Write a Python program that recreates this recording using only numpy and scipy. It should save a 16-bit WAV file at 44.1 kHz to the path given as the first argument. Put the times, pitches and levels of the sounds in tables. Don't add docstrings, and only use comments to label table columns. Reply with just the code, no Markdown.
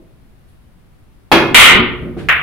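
import sys
import numpy as np
from scipy import signal
from scipy.fft import rfft, irfft, next_fast_len
from scipy.io import wavfile
from scipy.ndimage import uniform_filter1d, minimum_filter1d

SR = 44100
rng = np.random.default_rng(int(sys.argv[2]) if len(sys.argv) > 2 else 0)


def transcribe(u):
    v = np.clip(np.atleast_2d(u).T, -1, 1)
    q = np.round(v * 32767).astype(np.int16)
    wavfile.write(sys.argv[1], SR, q)


def volts_from_decibels(level):
    exponent = np.asarray(level, float) / 20
    return 10 ** exponent


N = 106942


def unit(x):
    return x / np.sqrt(np.mean(x ** 2) + 1e-20)


def along(points, hz):
    f, v = np.transpose(points)
    return np.interp(np.log(hz + 1), np.log(f + 1), v)


def filtered(x, response):
    m = next_fast_len(x.shape[-1] + 8192)
    hz = np.fft.rfftfreq(m, 1 / SR)
    return irfft(rfft(x, m) * response(hz), m)[..., :x.shape[-1]]


def resonance(hz, centre, width):
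    return 1j * hz * width / (centre * centre - hz * hz + 1j * hz * width)


def pair(noise, alike):
    def weights(hz):
        turn = np.arccos(np.clip(along(alike, hz), -1, 1)) / 2
        return np.array([np.cos(turn), np.sin(turn)])
    mid, side = filtered(noise, weights)
    return np.array([mid + side, mid - side])


def rush(spectrum, alike):
    noise = pair(rng.standard_normal((2, N)), alike)
    return unit(filtered(noise, lambda hz: volts_from_decibels(along(spectrum, hz))))


def ring(modes, scatter_db, attack_s):
    t = np.arange(SR // 2) / SR
    tones = np.zeros(len(t))
    for hz, db, t60 in modes:
        level = db + scatter_db * rng.normal()
        tones += volts_from_decibels(level - 60 * t / t60) * np.sin(2 * np.pi * hz * t)
    return tones * (1 - np.exp(-t / attack_s))


def add(track, s, sound):
    k = round(s * SR)
    track[..., k:k + sound.shape[-1]] += sound[..., :track.shape[-1] - k]


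# (frequency [Hz], level [dB/Hz])
BALL_SPECTRUM = [(250, -28), (800, -14), (1800, 1.5), (2800, -2.5), (3700, -18), (4600, -35), (7000, -43),
                 (16000, -43.5)]
# (frequency [Hz], level [dB], T60 [s])
BALL_MODES = [(14200, -29, .003), (12000, -38, .003)]


def click(sharp=1):
    hz = np.fft.rfftfreq(4096, 1 / SR)
    cepstrum = irfft(np.log(volts_from_decibels(along(BALL_SPECTRUM, hz / sharp))))
    cepstrum[1:2048] *= 2
    cepstrum[2049:] = 0
    swing = irfft(np.exp(rfft(cepstrum)))
    return swing / np.abs(swing).max() + ring(BALL_MODES, 1, .0002)[:4096]


RACK_S, RACK_DB = 1.545, 18
SPREAD_S, FADE_DB = .012, 20
RACK_SHARP, SHARP_SCATTER = 1.105, .13
ROOM_DB = 12


def rack():
    out, burst = np.zeros((2, N)), np.zeros(SR // 4)
    late = np.append(0, np.sort(rng.exponential(1, 18)))
    for u in late:
        sharp = RACK_SHARP * np.exp(SHARP_SCATTER * rng.normal())
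        add(burst, SPREAD_S * u, volts_from_decibels(-FADE_DB * u) * click(sharp))
    add(out, RACK_S, volts_from_decibels(RACK_DB) * room(burst, ROOM_DB))
    return out


# (time [s], level [dB])
LONE_CLICKS = [
    (2.2874, 3),
    (2.4203, -5.5),
]


def lone_clicks():
    out = np.zeros((2, N))
    for s, db in LONE_CLICKS:
        add(out, s, volts_from_decibels(db) * room(click(), ROOM_DB))
    return out


# (frequency [Hz], width [Hz], level [dB])
TIP_RESONANCES = [(865, 110, -5), (380, 220, 1.5), (537, 400, 1.5), (1113, 710, -5), (1600, 1500, -2.5),
                  (2470, 410, 3), (200, 180, -13), (5000, 4000, 0)]
# (frequency [Hz], level [dB], T60 [s])
SHAFT_MODES = [(339.8, -4.5, 0.3), (404.5, -4.5, .15), (1102, -7, 0.078), (1447, -10, 0.12),
               (1720, -8, 0.11), (2140, -6.5, 0.17), (2482, -10, 0.36), (3000, -27.5, 0.18),
               (3273, -1.5, 0.11), (3640, -15, .15), (3880, -16.5, .15), (4820, -35.5, .12),
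               (5280, -19.5, 0.15)]
# (frequency [Hz], level [dB], T60 [s])
KNOCK_MODES = [(850, -1, .07), (1150, -8, .04)]
CUE_S, CUE_DB, CUE_ROOM_DB = 1.3158, 1, 12.5
TIP_DB, SHAFT_DB, CRACK_DB = 7, -18.5, -6.5
LEATHER_S = .00025


def cue():
    out, t = np.zeros((2, N)), np.arange(SR // 2) / SR
    blow = np.sin(np.pi * np.minimum(t / LEATHER_S, 1)) ** 2
    knock = filtered(blow, lambda hz: sum(volts_from_decibels(db) * resonance(hz, c, w) for c, w, db in TIP_RESONANCES))
    sound = volts_from_decibels(TIP_DB) * knock / np.abs(knock).max()
    sound += volts_from_decibels(SHAFT_DB) * ring(SHAFT_MODES, 0, .00043)
    sound[0] += volts_from_decibels(CRACK_DB)
    add(out, CUE_S, volts_from_decibels(CUE_DB) * room(sound, CUE_ROOM_DB))
    add(out, CUE_S, volts_from_decibels(CUE_DB) * ring(KNOCK_MODES, 0, .0001))
    return out


# (time [s], level [dB])
TABLE_BLOWS = [(1.333, -13), (1.399, -11), (1.51, -10.5), (1.712, -6), (1.75, -3.5), (1.8, -18.5),
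               (1.851, -24), (1.911, -25.5), (1.99, -26), (2.02, -17.5), (2.05, -16.5), (2.089, -24),
               (2.165, -14.5), (2.2, -23), (2.228, -32)]
# (frequency [Hz], level [dB], T60 [s])
TABLE_MODES = [(45, -14, .12), (82, -8, .15), (112, -4, .18), (137, -1, .18), (165, -2, .15), (231, -3, .2),
               (301, -2, .12), (361, -3, .15), (455, -7, .12), (580, -12, .08)]
# (frequency [Hz], level [dB/Hz])
PUSH_SPECTRUM = [(40, -17.5), (120, 0), (300, 2), (550, -7), (900, -21.5), (1400, -18.5), (3000, -58.5)]
PUSH_DB, PUSH_T60_S = 4, .082
RUBBER_S, THUD_SCATTER_DB, THUD_ROOM_DB = .004, 3, -1.5


def table():
    out, t = np.zeros((2, N)), np.arange(SR // 2) / SR
    envelope = volts_from_decibels(PUSH_DB - 60 * t / PUSH_T60_S) * (1 - np.exp(-t / RUBBER_S))
    for s, db in TABLE_BLOWS:
        noise = rng.standard_normal(len(t))
        push = envelope * unit(filtered(noise, lambda hz: volts_from_decibels(along(PUSH_SPECTRUM, hz))))
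        body = ring(TABLE_MODES, THUD_SCATTER_DB, RUBBER_S)
        add(out, s, volts_from_decibels(db - 8) * room(body + push, THUD_ROOM_DB))
    return out


# (time [s], rise [s], level [dB])
CLOTH_SCUFFS = [
    (2.166, .028, -37),
    (.47, .02, -62),
    (2.012, .005, -62),
]
# (frequency [Hz], level [dB/Hz])
CLOTH_SPECTRUM = [(300, -31), (1000, 2.5), (1800, 5.5), (3500, -0.5), (5500, -8.5), (10000, -16),
                  (15000, -31)]
# (frequency [Hz], level [dB/Hz])
FAINT_SPECTRUM = [(1000, -26), (3300, 6.5), (7000, -3.5), (11000, 5), (15000, -23)]
SCUFF_T60_S = .43


def scuffs():
    t = np.arange(N) / SR
    swells = []
    for s, rise, db in CLOTH_SCUFFS:
        decay = volts_from_decibels(db - 60 * np.maximum(t - s - rise, 0) / SCUFF_T60_S)
        swells.append(decay * np.clip((t - s) / rise, 0, 1))
    near, *far = swells
    return near * rush(CLOTH_SPECTRUM, ROOM_ALIKE) + sum(far) * rush(FAINT_SPECTRUM, ALIKE_BY_HZ)


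# (frequency [Hz], level [dB/Hz])
ROLL_SPECTRUM = [(20, -23.5), (60, 8), (200, -11.5), (600, -37), (3000, -38.5), (7000, -49.5), (15000, -47)]
ROLL_DB, ROLL_FADE_DB_PER_S = -33, 1.5


def rolling():
    t = np.arange(N) / SR - RACK_S
    return (t > 0) * volts_from_decibels(ROLL_DB - ROLL_FADE_DB_PER_S * t) * rush(ROLL_SPECTRUM, ALIKE_BY_HZ)


# (frequency [Hz], level [dB/Hz])
HUM_SPECTRUM = [(15, 0), (45, 1.5), (170, -5), (500, -20), (1500, -26.5), (3300, -32), (7000, -37),
                (15000, -40.5)]
# (frequency [Hz], left-right likeness [-1..1])
ALIKE_BY_HZ = [(60, 0.44), (160, 0.34), (450, 0.15), (1230, 0.22), (3360, -0.0)]
HUM_DB, HUM_PAN_DB = -46, .5
BUMP_DB, BUMP_T60_S, BUMP_HZ = -45.5, .65, 336


def floor():
    band = [(BUMP_HZ / 10, -20), (BUMP_HZ, 0), (2 * BUMP_HZ, -10), (10 * BUMP_HZ, -70)]
    bump = volts_from_decibels(BUMP_DB - 60 * np.arange(N) / SR / BUMP_T60_S) * rush(band, ROOM_ALIKE)
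    hum = volts_from_decibels([[HUM_DB + HUM_PAN_DB], [HUM_DB - HUM_PAN_DB]]) * rush(HUM_SPECTRUM, ALIKE_BY_HZ)
    return hum + bump


# (frequency [Hz], T60 [s])
ROOM_T60 = [(100, 0.78), (500, 0.68), (1500, 0.58), (3000, 0.49), (6000, 0.37), (14000, 0.36)]
# (frequency [Hz], left-right likeness [-1..1])
ROOM_ALIKE = [(100, 0.67), (500, 0.72), (1500, 0.61), (3000, 0.11), (8000, 0.19)]
# (delay [s], level [dB])
WALL_ECHOES = [(.0024, -2), (.0052, 2), (.0065, 0), (.012, 1), (.014, 0), (.026, -4), (.039, -3)]
BUILD_S = .0031


def room(x, wet_db):
    noise = pair(rng.standard_normal((2, SR)), ROOM_ALIKE)
    hz, t, z = signal.stft(noise, SR, nperseg=256)
    decay = volts_from_decibels(-60 * t / along(ROOM_T60, hz)[:, None])
    tail = signal.istft(z * decay, SR, nperseg=256)[1][:, :SR]
    tail *= 1 - np.exp(-np.arange(SR) / SR / BUILD_S)
    answer = volts_from_decibels(wet_db) * tail / np.linalg.norm(tail[0])
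    answer[:, 0] = 1
    for s, db in WALL_ECHOES:
        arrival = round(s * SR) + rng.integers(-6, 7, 2)
        answer[[0, 1], arrival] += volts_from_decibels(db + wet_db - ROOM_DB)
    return signal.fftconvolve(x[None], answer, axes=1)


def scene():
    return rack() + lone_clicks() + cue() + table() + scuffs() + rolling() + floor()


def band_limit(x):
    return signal.sosfilt(signal.butter(12, 15800, fs=SR, output="sos"), x)


LIMIT_TOP, LIMIT_S = 3.5, .0003
CLIP_TOP, CLIP_KNEE = .93, 16
MIC_HZ, MIC_WIDTH_HZ, MIC_LIFT = 10000, 1300, .55
DIP_HZ, DIP_WIDTH_HZ, DIP = 6570, 6800, .46


def record(dry):
    size = round(LIMIT_S * SR) + 1
    need = LIMIT_TOP / np.maximum(np.abs(dry), LIMIT_TOP)
    limited = dry * uniform_filter1d(minimum_filter1d(need, size), size)
    clipped = limited / (1 + np.abs(limited / CLIP_TOP) ** CLIP_KNEE) ** (1 / CLIP_KNEE)

    def colour(hz):
        peak = 1 + MIC_LIFT * resonance(hz, MIC_HZ, MIC_WIDTH_HZ)
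        return peak * (1 - DIP * resonance(hz, DIP_HZ, DIP_WIDTH_HZ))
    return band_limit(filtered(clipped, colour))


dry = scene()
out = record(dry)
transcribe(out)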